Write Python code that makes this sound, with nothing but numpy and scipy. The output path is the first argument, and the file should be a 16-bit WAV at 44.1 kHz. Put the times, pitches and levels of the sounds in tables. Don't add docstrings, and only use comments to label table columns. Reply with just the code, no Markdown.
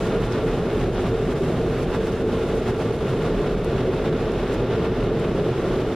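import sys
import numpy as np
from scipy import signal
from scipy.fft import rfft, irfft
from scipy.io import wavfile
from scipy.ndimage import uniform_filter1d, minimum_filter1d

SR = 44100
rng = np.random.default_rng(int(sys.argv[2]) if len(sys.argv) > 2 else 0)


def unload_audio(sound):
    columns = np.transpose(np.atleast_2d(sound))
    steps = np.round(np.clip(columns, -1, 1) * 32767)
    wavfile.write(sys.argv[1], SR, steps.astype(np.int16))


N = 262395
TIME = np.arange(N) / SR
FREQS = np.maximum(np.fft.rfftfreq(N, 1 / SR), 1)


def from_db(db):
    return 10 ** (np.asarray(db) / 20)


def rms_one(x):
    return x / np.sqrt(np.mean(x ** 2) + 1e-20)


def in_time(rows):
    time_s, level_db = np.transpose(rows)
    return np.interp(TIME, time_s, level_db)


def over_hz(points):
    hz, value = np.transpose(points)
    return np.interp(np.log(FREQS), np.log(hz), value)


def bell(crest_s, length_s):
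    return np.exp(-np.minimum((2 * (TIME - crest_s) / length_s) ** 2, 20))


def drift(rate_hz):
    spectrum = rfft(rng.standard_normal(N))
    return rms_one(irfft(spectrum / (1 + (FREQS / rate_hz) ** 2), N))


def resonance(hz, width_hz):
    spectrum = rfft(rng.standard_normal(N))
    return rms_one(irfft(spectrum / (1 + ((FREQS - hz) / width_hz) ** 2), N))


def white_pair():
    return rng.standard_normal((2, N))


# (frequency [Hz], correlation [-1 to 1])
CHANNEL_CORRELATION = [(30, .997), (350, .996), (700, .985), (1400, .955), (2000, .91), (3700, .78),
                       (4600, .42), (5400, .3), (5900, -.08), (8000, -.38), (10000, -.27), (13000, -.47)]


def in_cabin(pair, gain):
    mid, side = rfft(pair)
    alike = np.clip(over_hz(CHANNEL_CORRELATION), -.999, .999)
    stereo = np.sqrt(1 + alike) * mid + np.sqrt(1 - alike) * side * [[1], [-1]]
    return rms_one(irfft(gain * stereo, N))


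# (frequency [Hz], relative density [dB per Hz])
ROAR_SPECTRUM = [(8, -15), (25, -5.5), (50, -3.5), (72, -3.5), (130, -0.5), (190, 0), (212, -2),
                 (310, -4.5), (350, 0.8), (460, 0), (505, -6.5), (650, -10), (700, -17), (1100, -38),
                 (8000, -71)]
# (frequency [Hz], half-width [Hz], rms at start [dB], rms at end [dB])
BOOMS = [(114.3, 6.4, -33.5, -42.5), (147, 23, -38, -34), (189.4, 15, -40.5, -45),
         (254.4, 12.4, -34, -41.5), (361, 27, -37.5, -32.5), (404, 4.9, -48.5, -35),
         (445.4, 25.6, -35, -32.5), (628, 34, -43, -43.5)]
ROAR_RMS_DB = -24


def drone():
    out = from_db(ROAR_RMS_DB) * in_cabin(white_pair(), from_db(over_hz(ROAR_SPECTRUM)))
    for hz, width_hz, first_db, last_db in BOOMS:
        out += from_db(np.linspace(first_db, last_db, N)) * resonance(hz, width_hz)
    return out


# (frequency [Hz], rms level [dB], rms pitch wander [Hz])
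FAN_TONES = [(438.7, -38.5, 9), (532, -41, 1.06), (722, -52.5, 2.03), (833, -60.5, 2.05)]


def hum(waver_db):
    out = np.zeros(N)
    for hz, db, wander_hz in FAN_TONES:
        turns = np.cumsum(hz + wander_hz * drift(5.7)) / SR + rng.random()
        tone = np.sin(2 * np.pi * turns) * from_db(waver_db * drift(10))
        out += from_db(db) * rms_one(tone)
    return out


# (time [s], level [dB])
THROB_LEVEL = [(0.0, -43), (0.26, -27), (0.33, -47), (0.51, -25), (0.6, -38), (0.88, -26.5), (1.04, -38),
               (1.09, -30), (1.28, -34), (1.41, -56), (1.44, -36), (1.59, -42), (1.62, -31), (2.2, -36),
               (2.72, -33), (2.9, -49), (3.02, -38), (3.13, -41), (3.4, -25), (3.43, -44), (3.56, -24),
               (3.61, -35), (4.19, -33), (4.29, -46), (4.34, -28), (4.69, -35), (4.84, -35), (4.89, -35),
               (4.99, -28), (5.22, -37), (5.29, -32), (5.55, -41), (5.73, -28), (5.8, -44), (5.92, -38),
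               (5.95, -43)]
THROB_HZ, THROB_TRIM_DB = 41.2, -1.6


def throb(wander_hz):
    turns = np.cumsum(THROB_HZ + wander_hz * drift(3.1)) / SR
    return from_db(in_time(THROB_LEVEL) + THROB_TRIM_DB) * rms_one(np.sin(2 * np.pi * turns))


# (frequency [Hz], relative density [dB per Hz])
JET_SPECTRUM = [(60, -12.5), (720, 1), (980, -2), (1400, -4.5), (1900, -9.5), (2800, -11.5), (3700, -15),
                (4500, -21), (5500, -23.5), (7000, -31), (14000, -40.5)]
# (frequency [Hz], half-width at 1/e [Hz], gain [dB])
GLASS_RIPPLE = [(954, 21, -3.5), (1157, 22, 3.5), (1400, 47, 3), (1850, 38, 2), (1910, 47, -1.5),
                (2200, 40, 1.5), (2370, 78, -3), (2490, 70, 1), (2920, 90, 0.5), (3160, 50, -1),
                (3570, 87, 2.5)]
# (time [s], level [dB])
AIR_FLOW = [(0, -33), (2.4, -34.5), (4.5, -33.5), (5.95, -33.5)]
JET_TRIM_DB = -0.02


def jet(gust_db, flutter_db):
    ripple_db = sum(db * np.exp(-((FREQS - hz) / width_hz) ** 2) for hz, width_hz, db in GLASS_RIPPLE)
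    rush = in_cabin(white_pair(), from_db(over_hz(JET_SPECTRUM) + ripple_db))
    level_db = in_time(AIR_FLOW) + gust_db + JET_TRIM_DB + flutter_db * drift(52)
    return from_db(level_db) * rush


# (frequency [Hz], relative density [dB per Hz])
SPRAY_LEFT = [(500, -23), (4000, 5), (5700, 2.5), (7200, 4), (8500, -3.5), (10500, -2.5), (12000, -2.5),
              (14200, -8)]
SPRAY_RIGHT = [(500, -17), (4000, 0), (6000, 1), (7700, 2.5), (8150, -1), (8600, 0.5), (9150, -2),
               (9500, 1), (10100, -3), (10750, -0.5), (11200, -4), (14200, -11)]
# (time [s], level [dB])
SPRAY_FLOW = [(0, -48), (.15, -55), (1.9, -55), (3.1, -56.5), (3.7, -57.5), (5.1, -61), (5.6, -56)]
# (time [s], left minus right level [dB])
SPRAY_PAN = [(0, -1.5), (1.4, -4), (3.0, -3), (4.6, -2), (5.95, -1)]
SPRAY_TRIM_DB = 3


def spray(gust_db, per_s, size_db, mist, flutter_db):
    sizes = from_db(size_db * np.minimum(rng.exponential(1, (2, N)), 4))
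    signs = rng.choice([-1, 1], (2, N))
    hits = rng.random((2, N)) < per_s / SR
    ticks = rms_one(sizes * signs * hits)
    colour = from_db([over_hz(SPRAY_LEFT), over_hz(SPRAY_RIGHT)])
    patter = in_cabin(ticks + mist * white_pair(), colour)
    level_db = in_time(SPRAY_FLOW) + gust_db + SPRAY_TRIM_DB + flutter_db * drift(36)
    return from_db(level_db + in_time(SPRAY_PAN) * [[.5], [-.5]]) * patter


def buffeting():
    return resonance(hz=4.8, width_hz=7)


# (crest time [s], length [s], change of air [dB], change of spray [dB])
GUSTS = [(.176, 0.044, 1, -2), (0.248, .06, 1.5, 2), (0.29, 0.037, -2, -5), (0.38, 0.097, 3, -1),
         (0.45, 0.031, -3, 1), (0.617, 0.035, -1.5, -4), (0.683, .04, -2, -3), (0.813, 0.021, 3, 2.5),
         (0.916, 0.044, -4, -3), (0.988, 0.04, 3, -2), (1.07, 0.043, 2.5, 2), (1.158, .04, -1, -2),
         (1.26, .04, -2.5, -1), (1.314, 0.03, 1.2, 3.5), (1.347, .025, -4, -3), (1.41, 0.037, -5, 0),
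         (1.447, .02, 0, 3), (1.51, 0.06, 1.5, 2.2), (1.838, 0.027, 1, 4), (1.868, .04, 0, -5),
         (1.946, 0.045, 5, 4), (1.985, 0.03, -2.5, -2.5), (2.06, .045, 1, 3.5), (2.247, .05, -2.5, -2.7),
         (2.334, .035, 2.5, 3), (2.49, 0.031, 1.5, 4), (2.567, .05, -0.5, 4), (2.688, 0.057, 4, 6),
         (2.736, .05, -3, -1), (2.815, 0.041, 1.5, 4.5), (2.97, 0.05, -3, 2), (3.102, .055, 2, 4),
         (3.25, 0.068, 2, 3.7), (3.472, 0.044, 2.5, -2), (3.617, 0.07, -3.5, -3), (3.81, 0.05, 2.5, 2),
         (3.847, 0.021, -3, 0), (3.905, 0.032, -1.5, -4), (4.07, 0.045, 3.5, 3), (4.15, 0.036, -0.5, -2),
         (4.205, .022, 1, 3), (4.54, 0.043, 1, 9), (4.64, .05, -1.5, -2), (4.724, 0.065, 2.5, -3),
         (4.847, .06, 2, 2), (4.904, 0.039, -3.5, -2), (5.108, 0.076, -1.8, -2.5), (5.425, .05, -2.5, 0),
         (5.523, 0.049, 1, -4), (5.808, 0.036, 2.2, 1)]


def gusts():
    return sum(np.outer([air_db, spray_db], bell(crest_s, length_s))
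               for crest_s, length_s, air_db, spray_db in GUSTS)


# (crest time [s], frequency [Hz], peak level [dB])
SWELLS = [(.19, 458, -25.5), (.44, 446, -22), (.57, 116, -26.5), (.75, 435, -22.5), (.85, 117, -24.5),
          (.86, 351, -29), (1.02, 357.4, -28), (1.12, 116, -26.5), (1.13, 448, -23), (1.42, 379, -28),
          (1.5, 162, -29.5), (1.71, 448, -27), (1.76, 118, -31), (1.96, 455, -27), (2.6, 448, -27.5),
          (2.69, 118, -28.5), (2.69, 228, -29), (2.85, 450.5, -24.5), (3.11, 127.3, -23.5),
          (3.15, 443, -26.5), (3.56, 439, -26), (3.8, 123.4, -24), (3.87, 377.7, -25), (4.13, 160, -25),
          (4.71, 121, -27.5), (4.75, 452.6, -27), (5.02, 114, -25), (5.19, 151.7, -34),
          (5.41, 407.4, -24.5), (5.5, 446, -27.5), (5.53, 121, -23.5)]
SWELL_LENGTH_S, SWELL_WANDER_HZ = 0.1, 3.76


def swells():
    wander_turns = np.cumsum(SWELL_WANDER_HZ * drift(7.4)) / SR
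    out = np.zeros(N)
    for crest_s, hz, peak_db in SWELLS:
        tone = np.sin(2 * np.pi * (hz * TIME + wander_turns + rng.random()))
        out += from_db(peak_db) * bell(crest_s, SWELL_LENGTH_S) * tone
    return out


# (time of the lowest point [s], length [s], change [dB])
DIPS = [(0.294, 0.053, -4), (0.944, .06, -3), (1.173, 0.052, -3), (1.774, 0.032, -2), (2.64, 0.051, -5.5),
        (2.748, 0.06, -3.5), (2.98, 0.056, -1), (3.09, 0.033, -3.5), (3.635, 0.07, -2.5),
        (4.476, 0.033, -5.5), (4.946, 0.028, -6), (5.55, 0.05, -4), (5.876, 0.042, -2)]


def dips():
    return sum(db * bell(lowest_s, length_s) for lowest_s, length_s, db in DIPS)


# (time [s], level before trim and pan [dB], t60 [s], band centre [Hz], half-band [octaves])
DROPS = [(.321, -32, 0.04, 5200, 0.11), (1.784, -46, .06, 10000, .3), (3.6440, -31.5, 0.027, 8600, .55),
         (4.3172, -29.5, 0.015, 6800, .4), (4.334, -37, .016, 6500, .4), (4.5243, -45, .05, 8000, .4),
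         (5.0355, -39, 0.02, 8000, .3), (5.1953, -32, .018, 7900, 0.25)]
DROP_TRIM_DB = -3.5


def drops(pan_db, rise_s):
    out, hiss = np.zeros((2, N)), in_cabin(white_pair(), 1)
    for start_s, db, t60_s, hz, octaves in DROPS:
        age_s = np.maximum(TIME - start_s, 0)
        edges_hz = np.minimum(hz * 2 ** (octaves * np.array([-1, 1])), SR / 2 - 1)
        band = signal.butter(1, edges_hz, "band", fs=SR, output="sos")
        burst = rms_one(signal.sosfilt(band, hiss))
        rise = 1 - np.exp(-age_s / rise_s)
        out += rise * from_db(db - 60 * np.minimum(age_s / t60_s, 2)) * burst
    return out * from_db(DROP_TRIM_DB + pan_db * np.array([[.5], [-.5]]))


def windscreen(buffet_db):
    air_db, spray_db = gusts() + buffet_db * buffeting()
    air = jet(air_db, flutter_db=0.82)
    fine_spray = spray(spray_db, per_s=2500, size_db=1.5, mist=1.0, flutter_db=0.94)
    return air + fine_spray + drops(pan_db=-2.0, rise_s=0.002)


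def scene():
    blowers = (drone() + hum(waver_db=4.5)) * from_db(dips())
    blowers = blowers + throb(wander_hz=1.5) + swells()
    return (blowers + windscreen(buffet_db=0.52)) * from_db([[-.2], [.2]])


def limiter(x, ceiling_db, release_db_per_s, size):
    over_db = np.maximum(20 * np.log10(np.abs(x).max(axis=0) + 1e-9) - ceiling_db, 0)
    release_db = release_db_per_s * TIME
    held_db = np.maximum.accumulate(over_db + release_db) - release_db
    return x * from_db(uniform_filter1d(minimum_filter1d(-held_db, size), size))


def record(dry):
    limited = limiter(dry, ceiling_db=-12.0, release_db_per_s=110, size=45)
    soft_ends = signal.windows.tukey(N, .001)
    low_pass = signal.ellip(12, .1, 80, 14220, fs=SR, output="sos")
    return signal.sosfilt(low_pass, limited * soft_ends)


dry = scene()
out = record(dry)
unload_audio(out)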